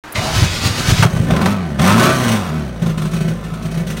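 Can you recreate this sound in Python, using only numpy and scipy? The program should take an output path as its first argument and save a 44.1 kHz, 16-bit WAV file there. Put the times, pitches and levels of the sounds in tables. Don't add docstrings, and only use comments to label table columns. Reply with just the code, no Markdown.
import sys
import numpy as np
from scipy import signal
from scipy.fft import rfft, irfft
from scipy.io import wavfile
from scipy.ndimage import uniform_filter1d, map_coordinates

SR = 44100
rng = np.random.default_rng(int(sys.argv[2]) if len(sys.argv) > 2 else 0)


def wrap_up_sound(samples):
    columns = np.atleast_2d(samples).T
    tamed = np.clip(columns, -1, 1)
    steps = np.round(tamed * 32767).astype(np.int16)
    wavfile.write(sys.argv[1], SR, steps)


N = 176400

# frequency in Hz, gain in dB.
PIPE_RESPONSE = [(25,-26.5),(52,-12.5),(80,-10),(105,-5.5),(135,-5.5),(162,3.5),(192,1.5),(240,-2),(285,-13),(370,-11.5),(445,-15),(900,-54.5)]
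# frequency in Hz, relative spectral density in dB.
RASP_SPECTRUM = [(120,-30.5),(300,1.5),(370,4),(460,2),(590,5),(850,-0.5),(1400,-1),(2200,-7.5),(3500,-11),(15000,-39)]
HISS_SPECTRUM = [(700,-23),(1500,2.5),(2800,2),(4200,0),(5000,-5.5),(6000,0),(7400,-7.5),(8700,-2.5),(10500,-10.5),(15500,-13)]


def undb(db):
    return 10 ** (np.asarray(db) / 20)


def unit(x):
    return x / np.sqrt(np.mean(x ** 2))


def steady(x):
    return x / np.sqrt(uniform_filter1d(x ** 2, size=2200) + 1e-9)


def clock():
    return np.arange(N) / SR


def curve(table, column=1):
    rows = np.array(table)
    return np.interp(clock(), rows[:, 0], rows[:, column])


def strike(start, decay, attack=0.00049, hold=0):
    age = clock() - start
    return np.clip(age / attack, 0, 1) * np.exp(-np.maximum(age - hold, 0) / decay)


def noise():
    return rng.standard_normal(N)


def walk(rate):
    step = int(SR / rate)
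    return unit(uniform_filter1d(np.repeat(noise()[:N // step + 1], step), step)[:N])


def repeating(turns):
    return unit(map_coordinates(noise(), [turns % 1 * N / turns[-1]], order=3))


def response(spectrum, hz):
    knots_hz, db = np.array(spectrum).T
    return undb(np.interp(np.log(np.maximum(hz, 1)), np.log(knots_hz), db))


def colour(x, spectrum):
    cepstrum = irfft(np.log(response(spectrum, np.arange(N + 1) * SR / (2 * N))))
    cepstrum[1:N] *= 2
    cepstrum[N + 1:] = 0
    return irfft(rfft(x, 2 * N) * np.exp(rfft(cepstrum)))[:N]


def resonate(x, hz, width_hz):
    return signal.lfilter(*signal.iirpeak(hz, hz / width_hz, fs=SR), x)


def cabin(x):
    # frequency in Hz, gain in dB.
    panel_modes = [(368,4.5),(544,-2.5),(638,-2),(750,-3),(1030,3),(1183,2),(1297,2),(1373,-4.5),(1510,4),(1775,-0.5),(1978,-0.5),(2238,0),(2540,2.5)]
    t60_s, echo_db, sway_hz = 0.074, -5.5, 1.91
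    x = x + sum(undb(db) * resonate(x, hz, width_hz=19.2) for hz, db in panel_modes)
    t = clock()[:SR // 4]
    tails = rng.standard_normal((2, len(t))) * np.exp(-np.log(1000) * t / t60_s)
    here, there = (signal.fftconvolve(x, tail / np.linalg.norm(tail))[:N] for tail in tails)
    sway = 2 * np.pi * sway_hz * clock()
    return x + undb(echo_db) * (np.cos(sway) * here + np.sin(sway) * there)


def fuel_pump():
    # frequency in Hz, relative spectral density in dB.
    whirr_spectrum = [(40, -12), (298, -11), (1400, -9.5), (15000, -41)]
    hum_hz = 310.7
    hum = undb(-43.5) * unit(np.sin(2 * np.pi * hum_hz * clock()))
    whirr = undb(-33) * unit(colour(noise(), whirr_spectrum))
    return strike(0.037, decay=0.17, hold=1.0) * (hum + whirr)


def start_switch():
    bright = unit(colour(noise(), [(1500, -41), (10000, 6), (15000, 5)]))
    return undb(-23) * strike(0.1237, decay=0.0065) * bright


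def pinion():
    ring = unit(resonate(noise(), hz=2120, width_hz=400))
    return undb(-17.5) * strike(0.153, decay=0.03, attack=0.0052) * ring


def starter():
    # peak time in seconds, dB over the free run.
    compressions = [(0.256,2.5),(0.37,6.5),(0.437,4.5),(0.558,2.5),(0.664,8),(0.797,4.5),(.9,9),(0.996,5.5)]
    # frequency in Hz, relative spectral density in dB.
    grind_spectrum = [(40,2),(70,16.5),(130,11),(210,12.5),(320,-1.5),(700,-2.5),(950,-4.5),(2000,-2.5),(3100,-2),(4500,-2),(6500,-6.5),(7600,-11.5),(9500,-13),(10500,-19.5),(15500,-25)]
    growl_spectrum = [(250,-19.5),(560,-8),(690,4.5),(800,-2),(1400,-10),(4000,-62)]
    mesh_hz, rise_hz_per_s, sag_hz_per_db, teeth = 195, 40, 3.5, 9
    t = clock()
    strain_db = sum(db * np.exp(-0.5 * ((t - peak) / 0.027) ** 2) for peak, db in compressions)
    level = undb(-21.5 + strain_db) * strike(0.14, decay=0.013, attack=0.016, hold=0.89)
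    meshings = np.cumsum(mesh_hz + rise_hz_per_s * t - sag_hz_per_db * strain_db) / SR
    whine = repeating(meshings / teeth)
    grind = unit(colour(cabin(noise() + undb(-7) * whine), grind_spectrum))
    take_up = undb(-24) * strike(0.155, decay=0.034, attack=0.0066, hold=0.15)
    growl = unit(colour(cabin(noise() + whine), growl_spectrum))
    highpass = signal.butter(2, 7000, "high", fs=SR, output="sos")
    scrape = undb(-26 + strain_db) * unit(signal.sosfilt(highpass, noise()))
    return level * (grind + scrape) + take_up * growl


def first_firings():
    # start in seconds, level in dB.
    firings = [(0.18,-9),(0.376,-6.5),(0.42,1.5),(0.656,-5),(0.703,-10.5),(0.884,-6),(0.92,2),(0.994,-0.5),(1.023,2.5),(1.051,4),(1.134,-8.5),(1.16,-7),(1.199,-2),(1.285,-4.5)]
    # time in seconds, frequency in Hz.
    thump_pitch = [(.92,111.4),(1.05,130)]
    # start in seconds, level in dB, decay in seconds.
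    bangs = [(.424,-13,0.016),(1.024,-0.5,0.015),(1.056,-19.5,0.015),(1.163,-20.5,0.0099),(1.306,-11.5,0.0074),(1.362,-11.5,0.0099),(1.412,-14.5,0.015),(1.457,-6.5,.011),(1.793,-10,0.0083)]
    rise_s, ring_s, ring_hz = 0.0064, 0.012, 157.8
    thumps, crack_level = 0, 0
    for start, db in firings:
        age = np.maximum(clock() - start, 0)
        hz = np.interp(start, *zip(*thump_pitch))
        pulse = (age / rise_s) ** 2 * np.exp(2 - 2 * age / rise_s) * np.sin(2 * np.pi * hz * age)
        ring = age / ring_s * np.exp(1 - age / ring_s) * np.sin(2 * np.pi * ring_hz * age)
        thumps += undb(db) * (pulse + undb(-12.5) * ring)
        crack_level += undb(db - 28) * strike(start, decay=0.0057)
    bang_level = sum(undb(db) * strike(start, decay, attack=0.003) for start, db, decay in bangs)
    hiss = (crack_level + undb(-12.5) * bang_level) * unit(colour(noise(), HISS_SPECTRUM))
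    return thumps + hiss + bang_level * unit(colour(cabin(noise()), RASP_SPECTRUM))


def chug_envelopes():
    # start in seconds, boom in dB, spitting hiss in dB.
    chugs = [(2.817,-12.5,-31),(2.857,-11.5,-29),(2.891,-15.5,-32),(2.973,-15,-29),(3.013,-14.5,-29.5),(3.048,-16.5,-30),(3.11,-25,-32),(3.131,-15,-28),(3.16,-15.5,-30.5),(3.203,-14.5,-29),(3.244,-15,-35),(3.277,-15,-29),(3.303,-17.5,-42),(3.435,-30,-36),(3.51,-23.5,-53),(3.533,-31,-34.5),(3.62,-32,-34),(3.65,-18.5,-32),(3.709,-29,-32),(3.74,-19.5,-34),(3.77,-17.5,-30),(3.797,-18,-35.5),(3.865,-23,-28.5),(3.897,-18,-26),(3.965,-24,-27)]
    boom_power, spit_power = 0, 0
    for start, boom_db, spit_db in chugs:
        boom_power += (undb(boom_db) * strike(start, decay=0.033, attack=0.0055, hold=0.0055)) ** 2
        spit_power += (undb(spit_db) * strike(start, decay=0.03, attack=0.008)) ** 2
    return np.sqrt(boom_power), np.sqrt(spit_power)


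def pipe_ring(x):
    # frequency in Hz, width of one resonator in Hz, level in dB.
    pipe_modes = [(161.6,99.6,0.5),(369,104,-15.5)]
    return sum(undb(db) * steady(resonate(resonate(x, hz, width), hz, width))
               for hz, width, db in pipe_modes)


def exhaust(firing_hz, firings, scatter):
    harmonics_db = [0.5, 0.5, -5, -7, -4, -8.5]
    cylinder_bias = [0.98, -1.3, 0.43, 0.015]
    # time in seconds, roughness from 0 to 1.
    roughness = [(1.35,0.74),(1.7,0.57),(1.88,0.44),(2.07,0.9),(2.33,0.43),(2.55,0.56),(2.9,0.42),(3.7,0.7)]
    dispersion_rad = 0.827
    harmonics = 0
    for k, db in enumerate(harmonics_db):
        gain = undb(db) * response(PIPE_RESPONSE, (k + 1) * firing_hz)
        harmonics += gain * np.sin(2 * np.pi * (k + 1) * firings - dispersion_rad * k ** 2)
    cycle = np.maximum(firings, 0).astype(int)
    kicks = np.diff(cycle, prepend=0) * (scatter + np.array(cylinder_bias)[cycle % len(cylinder_bias)])
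    uneven = steady(colour(unit(kicks) + noise(), PIPE_RESPONSE))
    rough = curve(roughness)
    return np.sqrt(1 - rough ** 2) * steady(harmonics) + rough * uneven


def engine():
    # time in seconds, firings per second.
    speed = [(1.1,41.6),(1.3,58),(1.36,69.4),(1.45,90),(1.52,103.7),(1.63,88),(1.77,64),(1.88,96.4),(1.94,108),(2.02,120.5),(2.1,134),(2.28,119),(2.39,101),(2.5,79),(2.61,74),(2.77,55.8),(3.0,52.4),(3.24,54.3),(4,54)]
    # time in seconds, then boom, rasp and treble hiss in dB.
    effort = [(1.1,-24,-27.5,-36),(1.275,-18,-30,-38),(1.305,-11.5,-20,-35),(1.39,-11.5,-22,-37),(1.49,-14.5,-21.5,-28.5),(1.6,-21.5,-28.5,-47),(1.775,-22.5,-32.5,-46),(1.8,-12.5,-21.5,-25.5),(1.9,-9.5,-11,-18.5),(1.955,-10,-15.5,-23),(2.04,-13.5,-11.5,-18),(2.11,-16.5,-12.5,-25),(2.16,-19.5,-19.5,-27),(2.33,-14,-21,-22),(2.44,-25,-26,-36),(2.59,-19,-30,-41),(2.72,-27,-34.5,-46.5)]
    wobble_cycles, puff_cycles, clatter_scatter_db = 0.04, 0.2, 2
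    firing_hz = curve(speed)
    firings = np.cumsum(firing_hz) / SR + wobble_cycles * walk(30)
    cycle = np.maximum(firings, 0).astype(int)
    scatter, valve_scatter = np.sqrt(3) * rng.uniform(-1, 1, (N // 100, 2))[cycle].T
    running = np.clip((clock() - effort[0][0]) / 0.029 + 1, 0, 1)
    boom_level, rasp_level, hiss_level = (running * undb(curve(effort, k)) for k in (1, 2, 3))
    chug_level, spit_level = chug_envelopes()

    pipe = exhaust(firing_hz, firings, scatter)
    boom = boom_level * pipe + chug_level * pipe_ring(pipe)
    fundamental = unit(np.sin(2 * np.pi * firings) * (1 + 0.3 * scatter))
    drone = running * undb(-24) * response(PIPE_RESPONSE, firing_hz) * fundamental

    puffs = 1 + np.exp(-(firings % 1) / puff_cycles)
    each_turn = unit(map_coordinates(noise(), [firings % 2 * SR / firing_hz.max()], order=1))
    gas = steady(colour(cabin(puffs * (noise() + 0.71 * each_turn)), RASP_SPECTRUM))
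    rasp = np.hypot(rasp_level, undb(-14.5) * chug_level) * gas
    valves = puffs * undb(clatter_scatter_db * valve_scatter) * noise()
    clatter = hiss_level * unit(colour(cabin(valves), HISS_SPECTRUM))
    spit = spit_level * unit(colour(cabin(noise()), HISS_SPECTRUM))
    return drone + boom + rasp + clatter + spit


def scene():
    return (engine() + starter() + first_firings() + fuel_pump() + start_switch() + pinion())[None]


def record(dry):
    ceiling, knee, top_hz = 0.73, 6, 15850
    rounded = dry / (1 + np.abs(dry / ceiling) ** knee) ** (1 / knee)
    return signal.sosfilt(signal.ellip(10, 0.2, 80, top_hz, fs=SR, output="sos"), rounded)


dry = scene()
out = record(dry)
wrap_up_sound(out)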